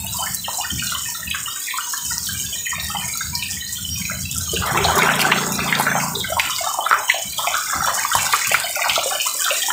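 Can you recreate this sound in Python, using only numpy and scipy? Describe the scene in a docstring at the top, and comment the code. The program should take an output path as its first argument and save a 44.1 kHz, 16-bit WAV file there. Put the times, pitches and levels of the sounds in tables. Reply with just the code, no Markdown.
"""First a hushed rush of water at a pond and a motor drone far off, then the plops of a crowd of feeding fish.
Tails and mouths trap air, which rings as bubbles; spray ticks as short rings and hiss; coloured noise rushes.
Behind the water the motor drones as shaped noise and revs once as a stack of sines; dull thuds are low noise.
A small bird whistles thinly in gliding sines. The phone's noise suppressor holds the steady rush down
and opens band by band on each splash."""
import sys
import numpy as np
from scipy import signal
from scipy.fft import rfft, irfft
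from scipy.io import wavfile
from scipy.ndimage import uniform_filter1d, minimum_filter1d

SR = 44100
rng = np.random.default_rng(int(sys.argv[2]) if len(sys.argv) > 2 else 0)


def wav_record(signal):
    """Record a signal, one row per channel, as 16-bit PCM in the file named by sys.argv[1]."""
    frames = np.transpose(np.atleast_2d(signal))
    bounded = np.clip(frames, -1, 1)
    # unit amplitude maps onto the largest positive 16-bit level
    quanta = np.round(bounded * 32767).astype(np.int16)
    wavfile.write(sys.argv[1], SR, quanta)


N = 428652

# All spectra give relative density: coloured() brings the layer to rms 1 before its level is set.
# far motor, drone level: t/s, level/dB
DRONE_LEVEL = [(0, -30.5), (.42, -42), (.52, -47), (.95, -44), (1.5, -45), (1.62, -61), (1.98, -56),
               (2.05, -34), (2.2, -34.5), (2.45, -34.5), (2.68, -52), (2.78, -31.5), (3.1, -41), (3.7, -38),
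               (3.85, -34), (4.6, -29), (4.88, -24.5), (5.0, -43), (6.12, -47), (6.22, -30), (6.55, -48),
               (6.7, -54), (8.6, -55), (9.05, -62), (9.72, -68)]
# drone spectrum: f/Hz, level/dB
DRONE_SPECTRUM = [(15, -55), (25, -32), (38, -17), (63, 10.5), (80, 3.5), (113, 9.5), (194, 3), (226, -22),
                  (257, 2.5), (290, -19), (330, -33), (430, -51), (730, -120)]
# humming peaks added to the drone's noise: f/Hz, width/Hz, level/dB (re the noise)
HUM_PEAKS = [(81.2, 7.3, 11.5), (202.6, 19, 10)]
# firing rate through the rev: t/s, f/Hz
FIRING_RATE = [(4.9, 26.6), (5.07, 28.2), (5.52, 28.6), (6.1, 27.6), (6.25, 27.0)]
# lines of the rev: multiple of the firing rate/1, level/dB (relative)
FIRING_ORDERS = [(1, -43), (2, -30), (3, -33), (4, -12), (5, 1.5), (6, 2), (7, 2.5), (8, -1), (9, -1.5),
                 (10, -9.5), (11, -17)]
# dull thuds: t/s, level/dB (nominal peak)
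THUD_HITS = [(0.706, -14.5), (3.27, -22.5), (4.0, -24), (4.714, -16.5), (7.242, -28), (7.742, -21),
             (8.144, -24), (8.469, -29), (8.877, -30)]
# bird notes: t/s, length/s, first f/Hz, last f/Hz, level/dB
BIRD_NOTES = [(.95, 0.15, 6780, 7200, -32), (1.447, 0.16, 6960, 7030, -30), (1.821, .33, 6370, 6700, -31),
              (2.39, 0.36, 6500, 6790, -29), (3.02, 0.34, 6440, 6700, -31), (3.53, 0.19, 6480, 6700, -33),
              (3.88, 0.13, 5630, 5630, -28.5), (3.996, 0.19, 6560, 6760, -32),
              (4.409, 0.21, 6340, 6640, -30), (4.8, 0.26, 6500, 6700, -30), (5.35, 0.21, 6300, 6640, -31),
              (5.878, 0.18, 6130, 6380, -30), (6.97, 0.28, 6470, 6600, -34), (7.777, 0.13, 5770, 5660, -29),
              (7.95, 0.17, 6400, 6500, -29.5), (8.36, 0.17, 6200, 6740, -34.5),
              (8.9, 0.14, 6200, 6400, -33.5)]
# inflow spectrum: f/Hz, level/dB
RUSH_SPECTRUM = [(160, -50), (270, -43), (330, -14.5), (410, -6), (520, -15.5), (640, -10), (900, -10),
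                 (1540, -2.5), (2260, -2.5), (2710, 5), (3590, -4.5), (3980, 0.5), (6000, -12), (7800, -9),
                 (13200, -120)]
# pitches at which the ripples like to ring: f/Hz, width/Hz (limited in lapping()), level/dB
RIPPLE_PITCHES = [(960, 27, -1), (1570, 170, 0.5), (1840, 130, 3), (2250, 180, -10.5), (2354, 41, -4.5),
                  (2600, 200, -16), (3047, 156, 6), (3277, 140, -1), (3680, 21, -3), (3997, 130, 0.5),
                  (4730, 300, -2), (4940, 140, -4.5), (5630, 210, -1.5)]
# the feeding crowd: t/s, churning level/dB, spray level/dB, deep sloshing level/dB, bright splashing level/dB
CROWD_LEVELS = [(0, -32.5, -25.5, -76, -37.5), (.46, -35, -26.5, -52, -55.5), (.84, -33, -26, -50, -28),
                (1.22, -37, -26.5, -60, -43), (1.65, -43.5, -27, -55, -27.5), (2.0, -41.5, -26, -56, -45),
                (2.46, -35, -25.5, -45.5, -45.5), (2.76, -39, -28, -46, -40.5),
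                (3.14, -36, -27.5, -52, -31), (3.4, -40, -27.5, -54, -44), (3.98, -43.5, -27.5, -55, -35.5),
                (4.3, -38.5, -29.5, -50.5, -53), (4.52, -42, -25.5, -48, -41),
                (4.7, -26.5, -28.5, -33.5, -29), (4.85, -22, -25, -23, -34), (5.1, -16, -28, -32.5, -28),
                (5.5, -26, -28, -29, -30), (5.9, -24.5, -27, -43, -31), (6.14, -29.5, -27, -35, -40),
                (6.47, -25, -27, -55, -30), (6.87, -26.5, -28, -47, -41.5), (7.36, -28.5, -27, -57, -34),
                (7.7, -24, -26.5, -43, -32), (8.15, -27, -24, -55, -35), (8.69, -26.5, -25.5, -48.5, -30),
                (8.96, -25, -25.5, -50, -24.5), (9.1, -21.5, -25.5, -61, -31.5),
                (9.25, -25.5, -23.5, -59, -30), (9.5, -23, -23.5, -60, -27), (9.72, -31, -22.5, -49, -32.5)]
# churning spectrum: f/Hz, level/dB
CHURN_SPECTRUM = [(160, -110), (330, -53), (480, -23.5), (600, -3.5), (779, -0.5), (1220, 3.5), (1470, 6.5),
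                  (1700, 2.5), (2600, -10.5), (5200, -30), (8800, -120)]
# deep sloshing spectrum: f/Hz, level/dB
SLOSH_SPECTRUM = [(200, -18), (320, -3), (400, 6), (520, -3.5), (800, -59)]
# bright splashing spectrum: f/Hz, level/dB
SPLASH_SPECTRUM = [(1200, -24), (1900, -2), (2400, 1.5), (3300, -0.5), (4300, -2), (6000, -25)]
# spray spectrum: f/Hz, level/dB
SPRAY_SPECTRUM = [(2650, 4), (4500, -5), (5210, 2), (5600, 6), (5930, -1), (6720, 9), (8230, 8.5),
                  (10100, 1.5), (12000, -1.5), (14900, 9.5), (15600, 3)]
# bursting droplets: t/s, level/dB, f/Hz, crack level/dB (re the droplet); ticks() adds fixed offsets
DROPLETS = [(0.2064, -9, 7920, -18), (0.3466, -2, 7930, -16), (0.5561, -13, 7030, -21),
            (1.1019, -13, 7080, -18), (1.9774, -11, 6730, -13), (2.1814, -2, 5550, -23),
            (2.8439, -11, 8410, -15), (3.1732, -9, 6680, -12), (3.3518, -10, 4730, -21),
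            (3.5124, -10, 5500, -21), (3.9429, -10, 5530, -21), (4.3136, -6, 7090, -17),
            (4.349, -8, 8130, -22), (4.367, -8, 5450, -21), (4.3794, -5, 7740, -24),
            (4.3844, -3, 7650, -25), (4.5176, -10, 6680, -19), (4.7755, -8, 7210, -20),
            (4.9551, -11, 6740, -8), (4.9816, -5, 6740, -14), (5.1557, -8, 8080, -15),
            (5.2066, -7, 4520, -14), (5.2155, -4, 4510, -15), (5.4774, -9, 7380, -20),
            (5.5218, -6, 6410, -14), (5.7897, -11, 7010, -16), (5.9713, -10, 6240, -23),
            (6.3969, -7, 7400, -15), (6.5061, -8, 5510, -26), (6.5635, -6, 4500, -24),
            (6.5849, -9, 7640, -19), (6.6438, -8, 6740, -23), (7.7104, -10, 7340, -18),
            (7.859, -8, 7190, -13), (7.9438, -8, 6450, -15), (8.1524, -2, 7190, -13),
            (8.1808, -9, 6950, -20), (8.3265, -6, 7690, -14), (8.3913, -7, 7450, -22),
            (8.4711, -5, 6650, -12), (8.4946, -4, 7620, -24), (8.5215, -5, 7090, -19),
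            (8.6004, -4, 8190, -24), (8.7565, -6, 5780, -15), (8.8303, -8, 7570, -18),
            (8.8977, -8, 4550, -22), (8.959, -9, 6410, -21), (9.2174, -6, 6430, -19),
            (9.3432, -7, 7550, -23), (9.403, -9, 6540, -19), (9.42, -2, 7610, -26), (9.4898, -9, 6200, -20),
            (9.6659, -6, 5570, -18), (4.6618, -14, 7500, -8), (7.3851, -15, 7500, -9),
            (8.5355, -6, 8300, -18), (2.2628, -11, 8900, -18), (5.1931, -12, 8800, -12),
            (6.1345, -17, 7500, -10)]
# trapped air pockets: t/s, f/Hz, level/dB (reference for the plop's parts), dying time t60/s
AIR_POCKETS = [(.19, 900, -17, .1), (.265, 1840, -16.5, 0.17), (.45, 2744, -10.5, .05),
               (.483, 910, -12, 0.038), (0.6, 880, -14, .09), (.612, 2800, -9.5, 0.14),
               (0.705, 3000, -10.5, 0.032), (.796, 2770, -16, 0.087), (0.825, 1440, -14.5, 0.081),
               (.921, 1320, -14, 0.12), (1.312, 2840, -8, .03), (1.347, 1570, -8.5, 0.065),
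               (1.709, 2750, -11, .07), (1.74, 1036, -15, 0.17), (1.785, 1300, -10.5, 0.14),
               (1.938, 1630, -16, 0.035), (2.108, 1470, -14.5, 0.046), (2.29, 1720, -13.5, .08),
               (2.27, 2600, -10.5, 0.067), (2.465, 3550, -16, .14), (2.669, 1960, -10.5, .06),
               (2.72, 1850, -9, .06), (2.73, 1010, -17.5, 0.046), (2.756, 2370, -11, 0.092),
               (2.799, 3750, -10.5, .04), (2.911, 2940, -14.5, .05), (2.949, 860, -13, .1),
               (3.353, 4760, -6, .05), (3.425, 2680, -9.5, .06), (3.954, 2630, -16, 0.046),
               (4.054, 2550, -9, 0.054), (4.099, 1414, -11.5, 0.045), (4.256, 2620, -12, .15),
               (4.533, 407, -17, .06), (4.564, 2790, -9.5, 0.12), (4.624, 1324, -10, 0.13),
               (4.675, 1250, -10.5, 0.081), (4.747, 1120, -9.5, 0.11), (4.773, 2870, -13, 0.042),
               (4.845, 3840, -4.5, .08), (4.849, 754, -7, 0.052), (4.951, 770, -18, 0.056),
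               (4.991, 3680, -7.5, 0.051), (5.021, 2280, -2.5, 0.055), (5.06, 1370, -9, 0.12),
               (5.1, 890, -19, 0.11), (5.138, 3550, -12, 0.038), (5.195, 2810, -4, .11),
               (5.217, 2300, -10, 0.045), (5.317, 2120, -2.5, 0.049), (5.32, 1000, -4.5, .03),
               (5.379, 3860, -10.5, 0.059), (5.592, 1400, -9, .05), (5.605, 2625, -7.5, .04),
               (5.726, 1880, -1.5, 0.09), (5.752, 3700, -5.5, .03), (5.798, 856, -8.5, 0.052),
               (5.868, 1550, -3, .13), (5.915, 1620, -8.5, .04), (5.953, 817, -7.5, 0.16),
               (6.154, 3530, -9, .06), (6.244, 1445, -7, 0.049), (6.321, 700, -12.5, 0.14),
               (6.369, 950, -7, 0.12), (6.397, 2320, 2.5, 0.027), (6.497, 1230, -9, .1),
               (6.509, 3180, -12.5, .19), (6.588, 2110, -13.5, .18), (6.788, 780, -7.5, 0.038),
               (6.864, 1370, -8, 0.033), (6.912, 1280, 3, .1), (6.929, 1320, 1.5, .1),
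               (6.941, 1490, -6.5, .06), (7.098, 2020, 0, .07), (7.144, 717, -14.5, 0.31),
               (7.404, 1840, -14.5, 0.11), (7.445, 1190, -11, 0.12), (7.472, 770, -10, 0.036),
               (7.473, 2350, -7.5, 0.077), (7.543, 1365, -7.5, 0.58), (7.701, 1550, -9, 0.1),
               (7.733, 1190, -8.5, 0.029), (7.868, 3140, -12, 0.085), (7.76, 1270, -14, 0.045),
               (7.884, 1180, -5, 0.064), (7.986, 1710, -11.5, 0.077), (8.05, 1115, -7, 0.049),
               (8.117, 1410, -8, .13), (8.135, 3100, -10.5, 0.061), (8.151, 957, -5, .12),
               (8.194, 2310, -10.5, 0.074), (8.327, 3500, -14, 0.078), (8.336, 1146, -0.5, .06),
               (8.416, 1900, -11, .06), (8.447, 2410, -8.5, .07), (8.515, 650, -14.5, 0.028),
               (8.517, 2400, -6, 0.072), (8.543, 2140, -2.5, .06), (8.544, 1380, -3.5, .05),
               (8.636, 4600, -11, 0.049), (8.754, 2350, -10, .13), (8.81, 639, -17, 0.082),
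               (8.819, 2120, -6.5, 0.055), (8.859, 950, -8.5, 0.15), (8.896, 2740, -3, 0.045),
               (8.958, 3680, -4, .04), (8.978, 650, -9.5, .1), (9.059, 610, -13.5, 0.046),
               (9.075, 1150, -18, 0.057), (9.132, 1133, -11.5, 0.15), (9.202, 2820, -5, 0.12),
               (9.267, 1180, -10.5, .08), (9.445, 3260, -7, .04), (9.479, 1310, -10, .05),
               (9.506, 2580, -4.5, 0.068), (9.51, 578, -13.5, .06), (9.62, 3160, -8.5, .11),
               (9.685, 884, -11, 0.14), (9.7, 914, -17.5, .1), (9.704, 1535, -5, .05),
               (.585, 764, -16.5, .1), (.625, 1244, -18.5, .1), (.95, 1050, -15.5, .14),
               (6.977, 1010, -16, .03), (7.117, 2950, -11, .03), (5.09, 1610, -5, .06),
               (4.885, 860, -6, .06), (5.88, 1420, -17.5, .05), (9.35, 605, -22, .14),
               (0.145, 1120, -21.5, 0.1), (0.286, 2790, -40, 0.17), (0.644, 1680, -14, 0.14),
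               (0.873, 3940, -13, 0.03), (0.963, 1890, -20, 0.13), (1.053, 2720, -11, 0.25),
               (1.154, 1677, -21, 0.03), (1.276, 2940, -15, 0.05), (1.384, 3900, -24, 0.12),
               (1.46, 2830, -14, 0.04), (1.47, 1025, -21.5, 0.14), (1.482, 1300, -23, 0.061),
               (1.685, 1870, -17.5, 0.09), (1.813, 3380, -17, 0.14), (1.935, 1200, -17, 0.031),
               (1.983, 1130, -33, 0.085), (2.21, 3850, -21, 0.18), (2.268, 3930, -11.5, 0.028),
               (2.443, 2440, -22.5, 0.091), (2.611, 1840, -37, 0.11), (2.611, 4750, -19, 0.06),
               (2.659, 2660, -13, 0.034), (2.717, 4900, -24, 0.03), (2.902, 1370, -18, 0.06),
               (2.954, 2210, -18, 0.027), (3.052, 3360, -29, 0.03), (3.094, 1590, -22, 0.03),
               (3.104, 3000, -24, 0.1), (3.208, 1456, -16, 0.14), (3.228, 2380, -19, 0.1),
               (3.345, 2480, -17, 0.14), (3.567, 2130, -16, 0.078), (3.623, 1820, -14.5, 0.14),
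               (3.665, 4000, -18, 0.16), (3.673, 1310, -31, 0.093), (3.752, 2660, -15.5, 0.09),
               (3.768, 3770, -17, 0.14), (3.772, 3000, -13, 0.03), (3.784, 1320, -22, 0.07),
               (3.996, 2430, -15, 0.17), (4.014, 1930, -17, 0.1), (4.114, 636, -24.5, 0.21),
               (4.118, 2150, -14.5, 0.067), (4.255, 3360, -20, 0.06), (4.313, 3030, -15, 0.039),
               (4.433, 3960, -19, 0.042), (4.475, 1060, -22.5, 0.1), (4.774, 2200, -8.5, 0.07),
               (5.321, 2690, -3.5, 0.03), (5.578, 3860, -13.5, 0.1), (6.001, 2240, -11, 0.05),
               (6.077, 5000, -18, 0.03), (6.153, 3980, -18, 0.06), (6.205, 3580, -9.5, 0.13),
               (6.339, 3170, -17, 0.14), (6.396, 4120, -25, 0.11), (6.454, 338, -25, 0.11),
               (6.644, 3650, -13, 0.03), (6.712, 1090, -16.5, 0.031), (6.744, 900, -20, 0.024),
               (6.843, 3350, -13.5, 0.17), (6.883, 2200, -14, 0.14), (7.095, 2870, -17, 0.12),
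               (7.382, 3270, -9, 0.13), (7.464, 2980, -26, 0.027), (7.518, 3000, -16, 0.03),
               (7.538, 3370, -13, 0.14), (8.033, 2370, -14, 0.05), (8.326, 4270, -13, 0.07),
               (8.332, 2420, -8, 0.14), (8.47, 1130, -18, 0.13), (8.506, 1840, -15, 0.08),
               (8.759, 1460, -11.5, 0.022), (8.849, 5100, -9.5, 0.023), (9.418, 2130, -27, 0.08),
               (9.685, 3940, -24, 0.024)]
# suppressor, most cut: f/Hz, cut/dB (below zero means none)
CUT_DEPTH = [(330, 13), (450, 17), (2000, 25), (4500, 27), (6300, 20), (8500, 1), (11500, 14), (14000, -9)]
# suppressor, rise above the recent low that starts to open a band: f/Hz, rise/dB
OPENING_MARGIN = [(300, 10), (2000, 7.5), (4000, 6), (7000, 4), (11000, 8), (15000, -5)]

REV_START_S, REV_END_S, REV_DB = 4.87, 6.26, -28
REV_RISE_S, REV_FADE_S, REV_ROUGH_DB = .1, .22, 2
FLOOR_DB = -56.5  # faint even rumble
THUD_RISE_S, THUD_T60_S, THUD_TOP_HZ = .015, .6, 200
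RUSH_DB, LAPPING_DB = -26.5, -30
INFLOW_FOLLOWS = 0.41  # share of the spray's swing in dB that lapping and rush follow
FOAM_LOW_HZ, FOAM_HIGH_HZ = 9000, 15000
FOAM_DB, FOAM_SWING_DB = -12, 2  # foam against spray; its random swing
SLAP_FULL_DB, SLAP_STEEPNESS = -8, 0.43  # plops under this level slap less, by so many dB per dB
FROTH_DB, FROTH_SPAN = -15.5, 1.135  # froth against the plop's level; its band as a ratio about the pitch
WATER_LOW_HZ = 338  # the pond gives no bass
SUPPRESSED_FROM_HZ, OPENING_DB, RELEASE_DB_PER_S = 300, 2.5, 189
CUTOFF_HZ = 15600


def from_db(db):
    """Amplitude factor of a level in dB."""
    return 10 ** (np.asarray(db) / 20)


def rms_one(x):
    """x scaled to rms 1."""
    return x / np.sqrt(np.mean(x ** 2) + 1e-20)


def in_time(rows):
    """Columns of a curve at every sample."""
    s, *columns = np.transpose(rows)
    return [np.interp(np.arange(N) / SR, s, column) for column in columns]


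def at_hz(points, hz):
    """A spectrum read on a log-frequency axis."""
    points = np.array(points)
    return np.interp(np.log(hz + 1), np.log(points[:, 0]), points[:, 1])


def filtered(x, order, hz, kind):
    """x through a Butterworth filter."""
    return signal.sosfilt(signal.butter(order, hz, kind, fs=SR, output="sos"), x)


def coloured(x, spectrum):
    """x through a spectrum, rms 1."""
    hz = np.arange(N // 2 + 1) * SR / N
    return rms_one(irfft(rfft(x) * from_db(at_hz(spectrum, hz)), N))


def drift(rate):
    """Slow chance, rms 1: noise at a fortieth of SR through a double pole at rate Hz."""
    r = np.exp(-80 * np.pi * rate / SR)
    noise = rng.standard_normal(N // 40 + 2002)
    slow = signal.lfilter([1], [1, -2 * r, r * r], noise)[2000:]
    return np.interp(np.arange(N) / 40, np.arange(len(slow)), rms_one(slow))


def add_bubble(out, s, hz, level_db, cycles, rise):
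    """A sine that swells within half a cycle, dies 60 dB in so many cycles and climbs as it nears the surface."""
    turns = np.arange(int(cycles * SR / hz)) * hz / SR
    wave = np.sin(2 * np.pi * turns * (1 + rise * turns / cycles))
    wave *= from_db(level_db - 60 * turns / cycles)
    wave *= np.sin(np.pi / 2 * np.minimum(turns / 0.42, 1)) ** 2
    i = min(int(s * SR), N)
    out[i:i + len(wave)] += wave[:len(out) - i]


def uneven_sizes(spread_db, most):
    """Random strengths of either sign, one per sample, with a limited exponential spread in dB."""
    return from_db(spread_db * np.minimum(rng.exponential(1, N), most)) * rng.choice([-1, 1], N)


def grains(per_s, low_hz, high_hz, cycles, spread_db, count):
    """Random bubbles of uneven size dealt to resonators spread in pitch; rms 1."""
    clicks = uneven_sizes(spread_db, 5) * (rng.random(N) < per_s / SR)
    dealt, out = rng.integers(0, count, N), 0
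    for k, hz in enumerate(np.geomspace(low_hz, high_hz, count)):
        r, w = from_db(-60 * hz / (cycles * SR)), 2 * np.pi * hz / SR
        excitation = clicks * (dealt == k) + 1e-18
        out = out + signal.lfilter([0, np.sin(w)], [1, -2 * r * np.cos(w), r * r], excitation)
    return rms_one(out)


def motor_drone():
    """Far off: low noise with humming peaks and a rough level, over a faint even rumble."""
    drone_db, = in_time(DRONE_LEVEL)
    all_hz = np.arange(N // 2 + 1) * SR / N
    hum = 1 + sum(from_db(db) / (1 + (2 * (all_hz - hz) / width) ** 2) for hz, width, db in HUM_PEAKS)
    humming = irfft(rfft(rng.standard_normal(N)) * hum, N)
    drone = coloured(humming, DRONE_SPECTRUM) * from_db(drone_db + 3.0 * drift(8.6))
    rumble = rms_one(signal.lfilter([1], [1, -.97], rng.standard_normal(N))) * from_db(FLOOR_DB)
    return drone + rumble


def motor_rev():
    """The firing rate runs up, holds and sags; its multiples stand out as rough lines."""
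    firings, = in_time(FIRING_RATE)
    s = np.arange(N) / SR
    fade_in = np.clip((s - REV_START_S) / REV_RISE_S, 0, 1)
    fade_out = np.clip((REV_END_S - s) / REV_FADE_S, 0, 1)
    phase = 2 * np.pi * np.cumsum(firings) / SR
    orders = 0
    for k, level_db in FIRING_ORDERS:
        rough = from_db(level_db + REV_ROUGH_DB * drift(16.0))
        orders = orders + rough * np.sin(k * phase + 2 * np.pi * rng.random())
    return rms_one(orders) * from_db(REV_DB) * fade_in * fade_out


def thuds():
    """Puffs of low noise that swell quickly and die away."""
    s, swell = np.arange(N) / SR, 0
    for start, level_db in THUD_HITS:
        after = np.maximum(s - start, 0)
        dying = from_db(level_db - 60 * after / THUD_T60_S)
        swell = swell + np.minimum(after / THUD_RISE_S, 1) * dying
    low = filtered(rng.standard_normal(N), 3, [55, THUD_TOP_HZ], "band")
    return rms_one(low) * swell / 2  # noise peaks at about twice its rms


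def bird():
    """Near sines that slide fast, mostly up, then level off; pitch wobbles and level flutters."""
    out, wobble, flutter = np.zeros(N), drift(30), from_db(3 * drift(35))
    for s, length, first_hz, last_hz, level_db in BIRD_NOTES:
        i, part = int(s * SR), np.linspace(0, 1, int(length * SR))
        slide = last_hz + (first_hz - last_hz) * (1 - part) ** 2.6
        hz = slide + 45 * wobble[i:i + len(part)]
        note = np.sin(2 * np.pi * np.cumsum(hz) / SR)
        out[i:i + len(part)] += note * np.sin(np.pi * part) ** 0.15 * from_db(level_db)
    return out * flutter


def lapping(per_s, spread_db):
    """Small wavelets excite the favoured pitches in uneven spells, each pitch on its own; rms 1."""
    out, sizes = 0, uneven_sizes(spread_db, 4)
    for hz, width, level_db in RIPPLE_PITCHES:
        clicks = sizes * (rng.random(N) < per_s * from_db(4 * drift(4)) / SR)
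        r = np.exp(-np.pi * np.clip(width, 30, 120) / SR)
        poles = [1, -2 * r * np.cos(2 * np.pi * hz / SR), r * r]
        ring = signal.lfilter([1, 0, -1], poles, clicks + 1e-18)
        out = out + from_db(level_db) * rms_one(ring)
    return rms_one(out)


def inflow(spray_db):
    """Coloured noise rushes almost evenly with ringing ripples; both swell a little with the spray."""
    stirred = from_db(INFLOW_FOLLOWS * (spray_db - spray_db.mean()))
    rush = coloured(rng.standard_normal(N), RUSH_SPECTRUM) * from_db(RUSH_DB)
    return stirred * (rush + lapping(160, spread_db=4.5) * from_db(LAPPING_DB))


def gurgling():
    """Many long-ringing bubbles of low and middle pitch that come in uneven spells."""
    return grains(1300 * from_db(3.9 * drift(7.8)), 300.5, 2998, cycles=39.4, spread_db=3.5, count=18)


def sloshing(gurgle, slosh_db):
    """The gurgle mixed with noise, coloured deep."""
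    slosh = coloured(gurgle + 1.2 * rng.standard_normal(N), SLOSH_SPECTRUM)
    return slosh * from_db(slosh_db + 2.6 * drift(13.4))


def churning(gurgle, churn_db):
    """The gurgle mixed with noise, coloured towards the middle."""
    churn = coloured(gurgle + 0.82 * rng.standard_normal(N), CHURN_SPECTRUM)
    return churn * from_db(churn_db + 2.23 * drift(8.1))


def splashing(splash_db):
    """Bright splashes: mid-high ringing drops mixed with noise."""
    drops = grains(900 * from_db(4 * drift(19)), 1894, 4570, cycles=51.0, spread_db=3.0, count=14)
    splash = coloured(drops + 0.53 * rng.standard_normal(N), SPLASH_SPECTRUM)
    return splash * from_db(splash_db + 1.4 * drift(16))


def spray_and_foam(spray_db):
    """Spray fizzes as brief high rings in noise; finer, sparser grains crackle above it as foam."""
    fizz = grains(4000 * from_db(4 * drift(25)), 4610, 10300, cycles=8.5, spread_db=4.5, count=6)
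    spray = coloured(fizz + 0.88 * rng.standard_normal(N), SPRAY_SPECTRUM)
    spray = spray * from_db(spray_db + 1.16 * drift(12.4) + 0.2)
    foam_rate = 300 * from_db(5.1 * drift(33))
    foam = grains(foam_rate, FOAM_LOW_HZ, FOAM_HIGH_HZ, cycles=5.6, spread_db=6.0, count=4)
    return spray + foam * from_db(spray_db + FOAM_DB + FOAM_SWING_DB * drift(2.9))


def water():
    """The crowd's splashing and spray over the inflow."""
    churn_db, spray_db, slosh_db, splash_db = in_time(CROWD_LEVELS)
    gurgle = gurgling()
    crowd = churning(gurgle, churn_db) + spray_and_foam(spray_db)
    crowd = crowd + sloshing(gurgle, slosh_db) + splashing(splash_db)
    return crowd + inflow(spray_db)


def ticks():
    """Droplets burst in a few cycles, with a finer crack on top and a short hiss of mist after."""
    out, bursts = np.zeros(N), np.zeros(N)
    for (s, level_db, hz, crack_db), size in zip(DROPLETS, rng.random(len(DROPLETS))):
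        add_bubble(out, s, hz, level_db + 4, cycles=14.0, rise=.1)
        add_bubble(out, s, 11500 + 3500 * size, level_db + crack_db + 21, cycles=4.2, rise=.03)
        bursts[int(s * SR)] = from_db(level_db + 1.08 * crack_db + 3.5)
    dying = signal.lfilter([1], [1, -from_db(-60 / (.07 * SR))], bursts + 1e-18)  # t60 .07 s
    mist = filtered(rng.standard_normal(N), 2, 4000, "high")
    return out + dying * mist


def plops(count=8):
    """A pocket of air breaks into a slap, a first bubble, a dying train of like-sized ones and froth."""
    out, noise = np.zeros(N + SR), rng.standard_normal(N + SR)
    chances = rng.random((len(AIR_POCKETS), count, 3))
    for (s, hz, level_db, t60), draw in zip(AIR_POCKETS, chances):
        add_bubble(out, s, hz, level_db + 0.5, cycles=21.0, rise=0.059)
        slap_db = level_db + SLAP_STEEPNESS * min(level_db - SLAP_FULL_DB, 0)
        add_bubble(out, s, 1.29 * hz, slap_db, cycles=8.9, rise=0.069)
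        for late, size, loud in draw:
            after = late * min(t60, .3) * 0.41
            train_hz = hz * (1 + 0.3 * (size - .45))
            train_db = level_db - 60 * after / t60 - 7 * np.sqrt(loud)
            add_bubble(out, s + after, train_hz, train_db, cycles=52.4, rise=0.057)
        i, after = int(s * SR), np.arange(int(0.75 * t60 * SR)) / SR
        froth = rms_one(filtered(noise[i:i + len(after)], 3, [hz / FROTH_SPAN, hz * FROTH_SPAN], "band"))
        out[i:i + len(after)] += froth * from_db(level_db + FROTH_DB - 40 * after / t60)
    return out[:N]


def scene():
    """All sources at one microphone."""
    pond = filtered(plops() + ticks() + water(), 4, WATER_LOW_HZ, "high")
    motor = motor_rev() + motor_drone()
    return (pond + motor + thuds() + bird())[None]


def suppress(x):
    """Each band is cut while it stays near its recent low, opens at once above it, holds and closes slowly."""
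    hz, s, z = signal.stft(x, SR, nperseg=640, noverlap=512)
    power = np.abs(z) ** 2 + 1e-16
    level_db = 10 * np.log10(uniform_filter1d(power, size=5, axis=1))
    calm_db = 10 * np.log10(uniform_filter1d(power, size=41, axis=1))
    # the lowest of 601 frames (1.7 s), nearly all of them past
    low_db = minimum_filter1d(calm_db, size=601, axis=1, origin=250, mode="mirror")
    depth_db = (np.maximum(at_hz(CUT_DEPTH, hz), 0) * (hz > SUPPRESSED_FROM_HZ))[:, None]
    margin_db = at_hz(OPENING_MARGIN, hz)[:, None]
    opened = (level_db - low_db - margin_db) / OPENING_DB
    wanted_db = -depth_db * np.clip(1 - opened, 0, 1)
    held_db = -minimum_filter1d(-wanted_db, size=17, axis=1, origin=8)  # highest gain of the last 17 frames
    released = RELEASE_DB_PER_S * s
    gain_db = np.maximum.accumulate(held_db + released, axis=1) - released
    return signal.istft(z * from_db(gain_db), SR, nperseg=640, noverlap=512)[1][:N]


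def record(dry):
    """The phone: suppressor, rounded peaks, weak deep bass, steep top cut."""
    rounded = 1.15 * np.tanh(suppress(dry[0]) / 1.15)
    thinned = filtered(rounded, 2, 50, "high")
    return signal.sosfilt(signal.ellip(14, .5, 95, CUTOFF_HZ, fs=SR, output="sos"), thinned)[None]


dry = scene()
out = record(dry)
wav_record(out)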